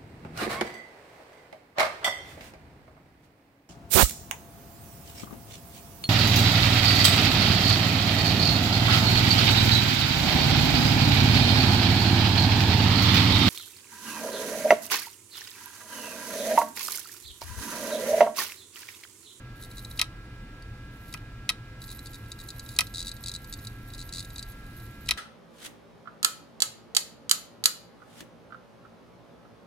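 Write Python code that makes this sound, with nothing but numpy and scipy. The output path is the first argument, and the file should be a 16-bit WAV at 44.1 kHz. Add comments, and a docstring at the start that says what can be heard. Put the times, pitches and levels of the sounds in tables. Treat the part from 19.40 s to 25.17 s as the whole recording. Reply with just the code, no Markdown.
"""An opened, failing hard drive spins on a workbench in a small cluttered room.
From the start, fan and spindle whine over a low rumble and rushing air. At 0.15 s the servo begins to
hunt, sizzling and squealing; the head arm ticks in runs, one tick a revolution, then pings and clacks
against its stop at 0.6 s. A short hunt follows at 1.5 s, with clacks at 1.7 and 2.1 s.
From 2.4 s the hunting is almost unbroken; the arm hits its stop again at 3.4 and 5.7 s."""
import sys
import numpy as np
from scipy import signal
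from scipy.io import wavfile
from scipy.ndimage import uniform_filter1d

SR = 44100
rng = np.random.default_rng(int(sys.argv[2]) if len(sys.argv) > 2 else 0)


def master(y):
    """Save y as 16-bit WAV."""
    cut = np.clip(np.atleast_2d(y).T, -1, 1)
    pcm = np.round(cut * 32767)  # scale
    wavfile.write(sys.argv[1], SR, pcm.astype(np.int16))


N = 254456
TIME = np.arange(N) / SR
FAN_HZ, SPINDLE_HZ = 408.35, 89.87


def from_db(db):
    """Decibels to gain."""
    return 10 ** (np.asarray(db) / 20)


def unit_rms(x):
    """Scale to rms 1."""
    return x / np.sqrt(np.mean(x ** 2) + 1e-20)


def at_hz(curve, hz):
    """Read a curve on a log-frequency axis."""
    freqs_hz, values = np.array(curve).T
    return np.interp(np.log(hz), np.log(freqs_hz), values)


def cut(x, hz, kind, order=2):
    """Butterworth filter."""
    return signal.sosfilt(signal.butter(order, np.clip(hz, 10, .49 * SR), kind, fs=SR, output="sos"), x)


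def drift(rate_hz):
    """Slow random wander, rms 1."""
    hop, warmup = 40, 2000
    r = np.exp(-2 * np.pi * rate_hz * hop / SR)
    slow = signal.lfilter([1], [1, -2 * r, r * r], rng.standard_normal(N // hop + warmup + 2))[warmup:]
    return np.interp(np.arange(N) / hop, np.arange(len(slow)), unit_rms(slow))


def narrow_noise(hz, width_hz):
    """Narrow noise band, rms 1."""
    phase = 2 * np.pi * hz * TIME
    return drift(width_hz) * np.cos(phase) + drift(width_hz) * np.sin(phase)


def poles(hz, width_hz):
    """Denominator of one resonance."""
    r = np.exp(-np.pi * width_hz / SR)
    return [1, -2 * r * np.cos(2 * np.pi * hz / SR), r * r]


def resonate(x, hz, width_hz):
    """One resonance, peak gain 1."""
    a = poles(hz, width_hz)
    return (1 - a[2]) / 2 * signal.lfilter([1, 0, -1], a, x)


def body(force, modes):
    """Parallel resonances, signs alternating."""
    impulse = signal.unit_impulse(SR // 16)
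    response = sum((-1) ** k * from_db(db) * resonate(impulse, hz, width_hz)
                   for k, (hz, width_hz, db) in enumerate(modes))
    return signal.oaconvolve(force, response)[:N]


def blow(low_hz, high_hz, count):
    """Bending waves disperse in metal: random allpasses smear an impulse over a few ms."""
    step_hz = (high_hz - low_hz) / count
    sections = [poles(low_hz + step_hz * (k + u), step_hz) for k, u in enumerate(rng.random(count))]
    return signal.sosfilt([a[::-1] + a for a in sections], signal.unit_impulse(SR // 100))


def add(track, start_s, db, pulse):
    """Mix a pulse into a track."""
    start = int(start_s * SR)
    track[start:start + len(pulse)] += from_db(db) * pulse[:N - start]


def whine(hz, partials, wander, waver_db):
    """Partials of a rotor whose speed wanders slightly."""
    angle = 2 * np.pi * np.cumsum(hz * (1 + wander * drift(2.43))) / SR
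    out = 0
    for multiple, db in partials:
        amplitude = np.sqrt(2) * from_db(db + waver_db * drift(36))
        out += amplitude * np.sin(multiple * angle + rng.uniform(0, 2 * np.pi))
    return out


# fan partials: multiple, level_db
FAN_PARTIALS = [(1, -70), (4, -57), (5, -67.5), (6, -70), (7, -74), (9, -75), (10, -81.5), (11, -73)]


def fan():
    """The cooling fan whines at a near-constant speed."""
    return whine(FAN_HZ, FAN_PARTIALS, wander=0.00053, waver_db=1.56)


# spindle partials: multiple, level_db
SPINDLE_PARTIALS = [(15, -60), (26, -72.5)]


def spindle():
    """The spindle whines at high multiples of its rotation rate."""
    return whine(SPINDLE_HZ, SPINDLE_PARTIALS, wander=0.00131, waver_db=1.5)


# low drones: pitch_hz, width_hz, rms_db
DRONE_BANDS = [(38.4, 8.4, -49.5), (111.6, 5.8, -50.5), (122.4, 5.9, -52.5), (206.5, 9.5, -63.5),
               (287, 25.4, -60), (333, 3.6, -73), (513, 7.8, -69)]


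def drones():
    """A low hum rumbles in narrow bands of noise."""
    return sum(from_db(db) * narrow_noise(hz, width_hz) for hz, width_hz, db in DRONE_BANDS)


# air spectrum: freq_hz, relative_density_db
AIR_SPECTRUM = [(20, 0), (40, -2), (62, 6), (100, -2.5), (160, -4), (270, -9.5), (400, -16.5), (700, -20.5),
                (1700, -21.5), (3500, -27), (7500, -38), (12000, -41), (13500, -43), (16000, -58)]
# left-right likeness of the air: freq_hz, correlation
AIR_CORRELATION = [(30, .99), (130, 1), (290, 0.94), (640, 0.75), (1410, 0.6), (3100, 0), (15000, 0)]


def air(patchy_db=-0.5):
    """Rush of fan and platters in half-octave bands, alike left and right only in the bass; rms 1."""
    out, edges_hz = 0, 22 * 2 ** np.arange(0, 9.6, .5)
    white = rng.standard_normal((2, 2, N))
    for k, (low_hz, high_hz) in enumerate(zip(edges_hz, edges_hz[1:])):
        mid, side = cut(white[k % 2], [low_hz, high_hz], "band")
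        centre_hz = np.sqrt(low_hz * high_hz)
        alike = at_hz(AIR_CORRELATION, centre_hz)
        band = np.sqrt(1 + alike) * mid + np.sqrt(1 - alike) * side * [[1], [-1]]
        out += from_db(at_hz(AIR_SPECTRUM, centre_hz) + patchy_db * drift(12)) * band
    return unit_rms(out)


# hunts for a track: start_s, end_s, start_effort_db, end_effort_db
TRACK_HUNTS = [(0.148, 0.593, -64.5, -63.5), (1.504, 1.746, -71, -61), (2.39, 2.755, -65, -66),
               (2.76, 5.7, -66, -69)]


def servo_effort(attack_s=0.018, release_s=0.028):
    """Effort sets in with each hunt, ramps through it and dies away."""
    effort = np.zeros(N)
    for start_s, end_s, start_db, end_db in TRACK_HUNTS:
        ramp = from_db(np.interp(TIME, [start_s, end_s], [start_db, end_db]))
        attack = np.clip((TIME - start_s) / attack_s, 0, 1)
        release = np.exp(-np.maximum(TIME - end_s, 0) / release_s)
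        effort = np.maximum(effort, ramp * attack * release)
    return effort


def gate(spans_s):
    """1 inside the spans, 0 outside, 10 ms edges."""
    inside = np.any([(TIME >= start_s) & (TIME < end_s) for start_s, end_s in spans_s], axis=0)
    return uniform_filter1d(inside.astype(float), SR // 100)


# head suspension resonances: pitch_hz, width_hz, gain_db
SUSPENSION_MODES = [(3950, 400, -2), (6700, 1500, -11), (8100, 900, -9), (10150, 700, -5), (10850, 350, -2),
                    (12900, 700, -6), (14350, 450, -2), (15600, 350, -3)]


def servo(flutter_db=2.0, runout_db=4.0, whistle_db=2.5, squeal_db=-54,
          hiss_db=2, seek_boost_db=10, squeal_boost_db=5):
    """The hunting suspension squeals before a run and sizzles during it, swelling once a revolution."""
    effort = servo_effort()
    seeking = gate([(start_s, start_s + count / SPINDLE_HZ) for start_s, count, _, _ in SEEK_RUNS])
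    squealing = gate([(start_s - squeal_s, start_s) for start_s, _, _, squeal_s in SEEK_RUNS])
    swell = from_db(flutter_db * drift(23) + runout_db * np.sin(2 * np.pi * SPINDLE_HZ * TIME))
    whistle_gain = np.maximum(effort * from_db(whistle_db), squealing * from_db(squeal_db))
    whistle = whistle_gain * narrow_noise(hz=11820, width_hz=100)
    jitter = cut(cut(rng.standard_normal(N), 6500, "high", order=1), 13000, "low")
    quiver = unit_rms(body(jitter, SUSPENSION_MODES))
    hiss = effort * from_db(hiss_db + seek_boost_db * seeking + squeal_boost_db * squealing) * quiver
    return swell * (whistle + hiss)


# runs of head seeks: start_s, tick_count, level_db, squeal_before_s
SEEK_RUNS = [(0.224, 3, -34.5, .03), (0.312, 1, -38, 0.0078), (0.369, 3, -33.5, 0.015),
             (0.447, 1, -28.5, 0.031), (0.5113, 1, -34, 0.015), (0.5736, 1, -31, 0.019), (1.725, 1, -33, 0),
             (2.4168, 1, -33, 0.0029), (2.439, 1, -33, 0), (2.478, 5, -35, 0.053), (2.59, 1, -31, 0.081),
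             (2.657, 2, -31, 0.029), (2.7314, 3, -33, .04), (2.9165, 1, -24, 0.041),
             (2.9881, 3, -33.5, 0.006), (3.0864, 1, -26.5, 0.052), (3.1027, 1, -24.5, 0),
             (3.1936, 1, -25, 0.037), (3.261, 1, -37, 0.036), (3.289, 1, -28, 0.0094), (3.302, 5, -43.5, 0),
             (3.3626, 1, -23, 0.0053), (3.468, 1, -29.5, 0.036), (3.539, 1, -27, .045),
             (3.545, 2, -23.5, 0), (3.569, 4, -21.5, 0), (3.614, 2, -24.5, 0), (3.646, 2, -32, 0),
             (3.668, 3, -23, 0.014), (3.714, 1, -25, 0.0043), (3.765, 1, -35.5, 0.03),
             (3.8371, 1, -24, 0.033), (3.8593, 4, -22, 0), (3.915, 1, -24.5, 0.0034),
             (3.9376, 3, -24.5, 0.003), (4.0434, 1, -34, 0.029), (4.125, 2, -23.5, 0.055),
             (4.1882, 1, -39, 0.019), (4.2475, 1, -31, .04), (4.2692, 1, -25.5, 0),
             (4.501, 1, -40.5, 0.025), (4.5348, 2, -31, 0.015), (4.579, 5, -31, 0.017),
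             (4.69, 1, -31.5, 0.055), (4.7242, 5, -24, 0.0041), (4.781, 3, -22.5, 0), (4.825, 1, -32, 0),
             (4.8463, 1, -32, 0), (4.902, 1, -37, 0.031), (4.9585, 1, -28, .035),
             (4.9805, 2, -25.5, 0.0082), (5.026, 1, -23.5, 0.011), (5.119, 1, -43.5, 0.041),
             (5.3978, 1, -44, 0.033), (5.461, 1, -57, 0.045), (5.659, 2, -33.5, 0.051)]


def seek_ticks(arch_db=3.5, uneven_db=1.3, stray_chance=0.05, stray_db=-48):
    """Ticks as (start_s, level_db): one a revolution in runs that arch in level, plus strays in hunts."""
    ticks = []
    for start_s, count, db, _ in SEEK_RUNS:
        turns = np.arange(count)
        accent_db = arch_db * np.sin(np.pi * (turns + .5) / count)
        accent_db += uneven_db * rng.standard_normal(len(turns))
        ticks += zip(start_s + turns / SPINDLE_HZ, db + accent_db - accent_db.mean())
    turns_s = np.arange(0, N / SR, 1 / SPINDLE_HZ)
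    for stray_s in turns_s[rng.random(len(turns_s)) < stray_chance]:
        if any(start_s < stray_s < end_s for start_s, end_s, _, _ in TRACK_HUNTS):
            ticks.append((stray_s, stray_db))
    return ticks


# head arm resonances: pitch_hz, width_hz, gain_db
ARM_MODES = [(3751, 207, -4.3), (3989, 181, 3.1), (4141, 367, -5.8), (4526, 97, -7.3), (4778, 150, -5.2),
             (5667, 159, -14.4), (5983, 201, -15.4), (6646, 224, -8.0), (6884, 321, -9.3),
             (7954, 146, -7.2), (8170, 130, -6.9), (8678, 769, -17.3), (9408, 513, -13.8),
             (10036, 338, -16.7), (10687, 404, -11.7), (10983, 1003, -14.9), (12708, 979, -25.2),
             (14616, 1296, -31.5)]


def seeks(brake_db=-3.5, settle_db=-11.5, travel_s=.0009, scratch_db=-36, scratch_t60_s=0.043):
    """The voice coil kicks and brakes the arm, which settles scratchily; jump time colours each tick."""
    force, t, ticks = np.zeros(N), TIME[:SR // 25], seek_ticks()
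    gaps_s = travel_s * rng.uniform(0.55, 1.6, (len(ticks), 2))
    for (start_s, db), (jump_s, settle_s) in zip(ticks, gaps_s):
        add(force, start_s, db, blow(2705, 15130, count=11))
        add(force, start_s + jump_s, db + brake_db, -blow(2935, 15040, count=11))
        add(force, start_s + jump_s + settle_s, db + settle_db, blow(2420, 16940, count=11))
        scratch = rng.standard_normal(len(t)) * from_db(-60 * t / scratch_t60_s)
        add(force, start_s, db + scratch_db, scratch)
    arm = cut(body(force, ARM_MODES), 2140, "high", order=3)
    return from_db(25) * arm + from_db(8) * casting(force)


# drive casting resonances: pitch_hz, width_hz, gain_db
CASTING_MODES = [(1980, 80, -7.0), (2295, 116, -8.9), (2462, 140, -3.3), (2628, 237, -7.3),
                 (3074, 189, -4.5), (3306, 295, -8.0), (3761, 104, 0.2), (4015, 216, -2.8),
                 (4407, 115, -5.7), (4750, 234, -9.4), (5186, 184, -9.1), (5601, 229, -7.4),
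                 (6293, 558, -13.8), (7055, 639, -16.2), (8157, 397, -11.6), (9032, 318, -11.8),
                 (10175, 511, -9.2), (10717, 715, -11.8), (11487, 162, -13.2), (11889, 272, -13.0),
                 (12780, 1069, -19.1), (13698, 233, -16.4), (14325, 419, -24.9), (15593, 170, -30.3)]


def casting(force):
    """The drive's casting rings under the arm's blows."""
    return body(force, CASTING_MODES)


# light touches of the arm: start_s, pitch_hz, level_db
ARM_TOUCHES = [(0.5907, 2900, -20.5), (1.223, 4600, -40), (1.774, 2930, -38), (5.6847, 2950, -25)]


def pings(width_hz=110):
    """A glancing touch rings one mode, and the casting faintly."""
    rings, force = np.zeros((2, N))
    t = TIME[:SR // 20]
    for start_s, hz, db in ARM_TOUCHES:
        add(rings, start_s, db, np.exp(-np.pi * width_hz * t) * np.sin(2 * np.pi * hz * t))
        add(force, start_s, db, blow(2900, 14400, count=11))
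    return from_db(-7) * rings + from_db(25) * cut(casting(force), 4000, "high", order=1)


# bench top resonances: pitch_hz, width_hz, gain_db
BENCH_MODES = [(520, 60, -11), (690, 80, -6), (900, 90, -3), (1000, 90, -2), (1170, 80, -3), (1290, 45, 5),
               (1560, 70, -8), (1830, 80, -6), (2013, 35, 7), (2500, 55, 5)]
# arm hits on the stop: start_s, level_db, treble_offset_db, knock_offset_db, ring_offset_db
STOP_HITS = [(0.593, -21, -6, 1, 2.5), (0.6132, -16.5, -2, -2, -0.5), (0.625, -37, -4.0, 8, -0.5),
             (1.7386, -32, 0, 8.5, -25), (2.0905, -17, -7.5, -1.5, 0.5), (2.0983, -26.5, 0, 3, 0),
             (3.387, -15.5, 2, 0.5, -0.5), (3.4059, -21.5, 3, 3.5, -13), (5.688, -20, -5.5, -1, -1),
             (5.7078, -16.5, -4.5, -1.5, 1), (5.7175, -31, -9, -6, -2)]


def clacks(bench_lag_s=0.001973):
    """The arm hits its stop: the casting cracks at once, the bench answers later and lower."""
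    on_casting, on_bench = np.zeros((2, N))
    for start_s, db, treble_db, knock_db, ring_db in STOP_HITS:
        pulse = blow(1145, 16700, count=16)
        # harder contact is brighter; an arm held on the stop rings less
        pulse += (from_db(treble_db) - 1) * cut(pulse, 5600, "high", order=1)
        pulse += (from_db(ring_db) - 1) * resonate(pulse, hz=3900, width_hz=900)
        add(on_casting, start_s, db, pulse)
        # only heavy blows reach the lowest bench modes
        lowest_hz = np.clip(850 - 300 * (db + 17), 350, 950)
        thump = cut(blow(554, 2673, count=7), lowest_hz, "high")
        add(on_bench, start_s + bench_lag_s, db + knock_db, thump)
    crack = cut(casting(on_casting), 820, "high")
    knock = cut(body(on_bench, BENCH_MODES), 360, "high")
    return from_db(37.5) * crack + from_db(25) * knock


def scatter(t60_s, gap_s, top_hz):
    """Dense reflections, different at each microphone port, unit energy."""
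    t = TIME[:SR // 4]
    noise = cut(rng.standard_normal((2, len(t))), top_hz, "low", order=1)
    tail = noise * from_db(-60 * t / t60_s) * (t > gap_s)
    return tail / np.sqrt(np.sum(tail ** 2) / 2)


# echoes off nearby surfaces: delay_s, gain_db
SURFACE_ECHOES = [(.0046, -7), (0.01, -15), (0.0277, -24.5), (.0375, -38)]


def room(x):
    """Reflections: bench clutter, a few dull echoes, a short faint tail."""
    echoes = np.zeros((2, SR // 4))
    for delay_s, db in SURFACE_ECHOES:
        arrivals_s = delay_s + rng.normal(0, .0002, 2)
        echoes[[0, 1], (SR * arrivals_s).astype(int)] = from_db(db)
    clutter = from_db(-10) * scatter(t60_s=.03, gap_s=.0005, top_hz=11000)
    tail = from_db(-23) * scatter(t60_s=0.17, gap_s=0.013, top_hz=7000)
    response = cut(echoes, 8300, "low", order=1) + clutter + tail
    return signal.oaconvolve(x[None], response, axes=1)[:, :N]


def two_ports(x, lead_ms, left_db):
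    """The nearer, left microphone port leads; left_db is its level against the right."""
    taps = np.arange(-16, 17) - lead_ms / 1000 * SR
    delayed = np.convolve(x, np.sinc(taps) * np.sinc(taps / 20), "same")
    return np.array([x * from_db(left_db / 2), delayed * from_db(-left_db / 2)])


def scene():
    """The drive close by, the treble of its knocks beamed left, over the steady machinery."""
    knocks, ticks, sizzle = clacks() + pings(), seeks(), servo()
    beam = from_db(-13) * cut(knocks, 10000, "high", order=1) * [[1], [-1]]
    arm = two_ports(knocks + ticks, lead_ms=0.027, left_db=1.7) + beam
    suspension = two_ports(sizzle, lead_ms=0.028, left_db=-4)
    rotors = two_ports(fan() + spindle(), lead_ms=0.095, left_db=-4)
    steady = rotors + drones() + from_db(-46.5) * air()
    return steady + suspension + arm + room(knocks + ticks + sizzle)


def record(dry, cutoff_hz=15900):
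    """Steep low-pass."""
    return signal.sosfilt(signal.ellip(10, .1, 80, cutoff_hz, fs=SR, output="sos"), dry)


dry = scene()
out = record(dry)
master(out)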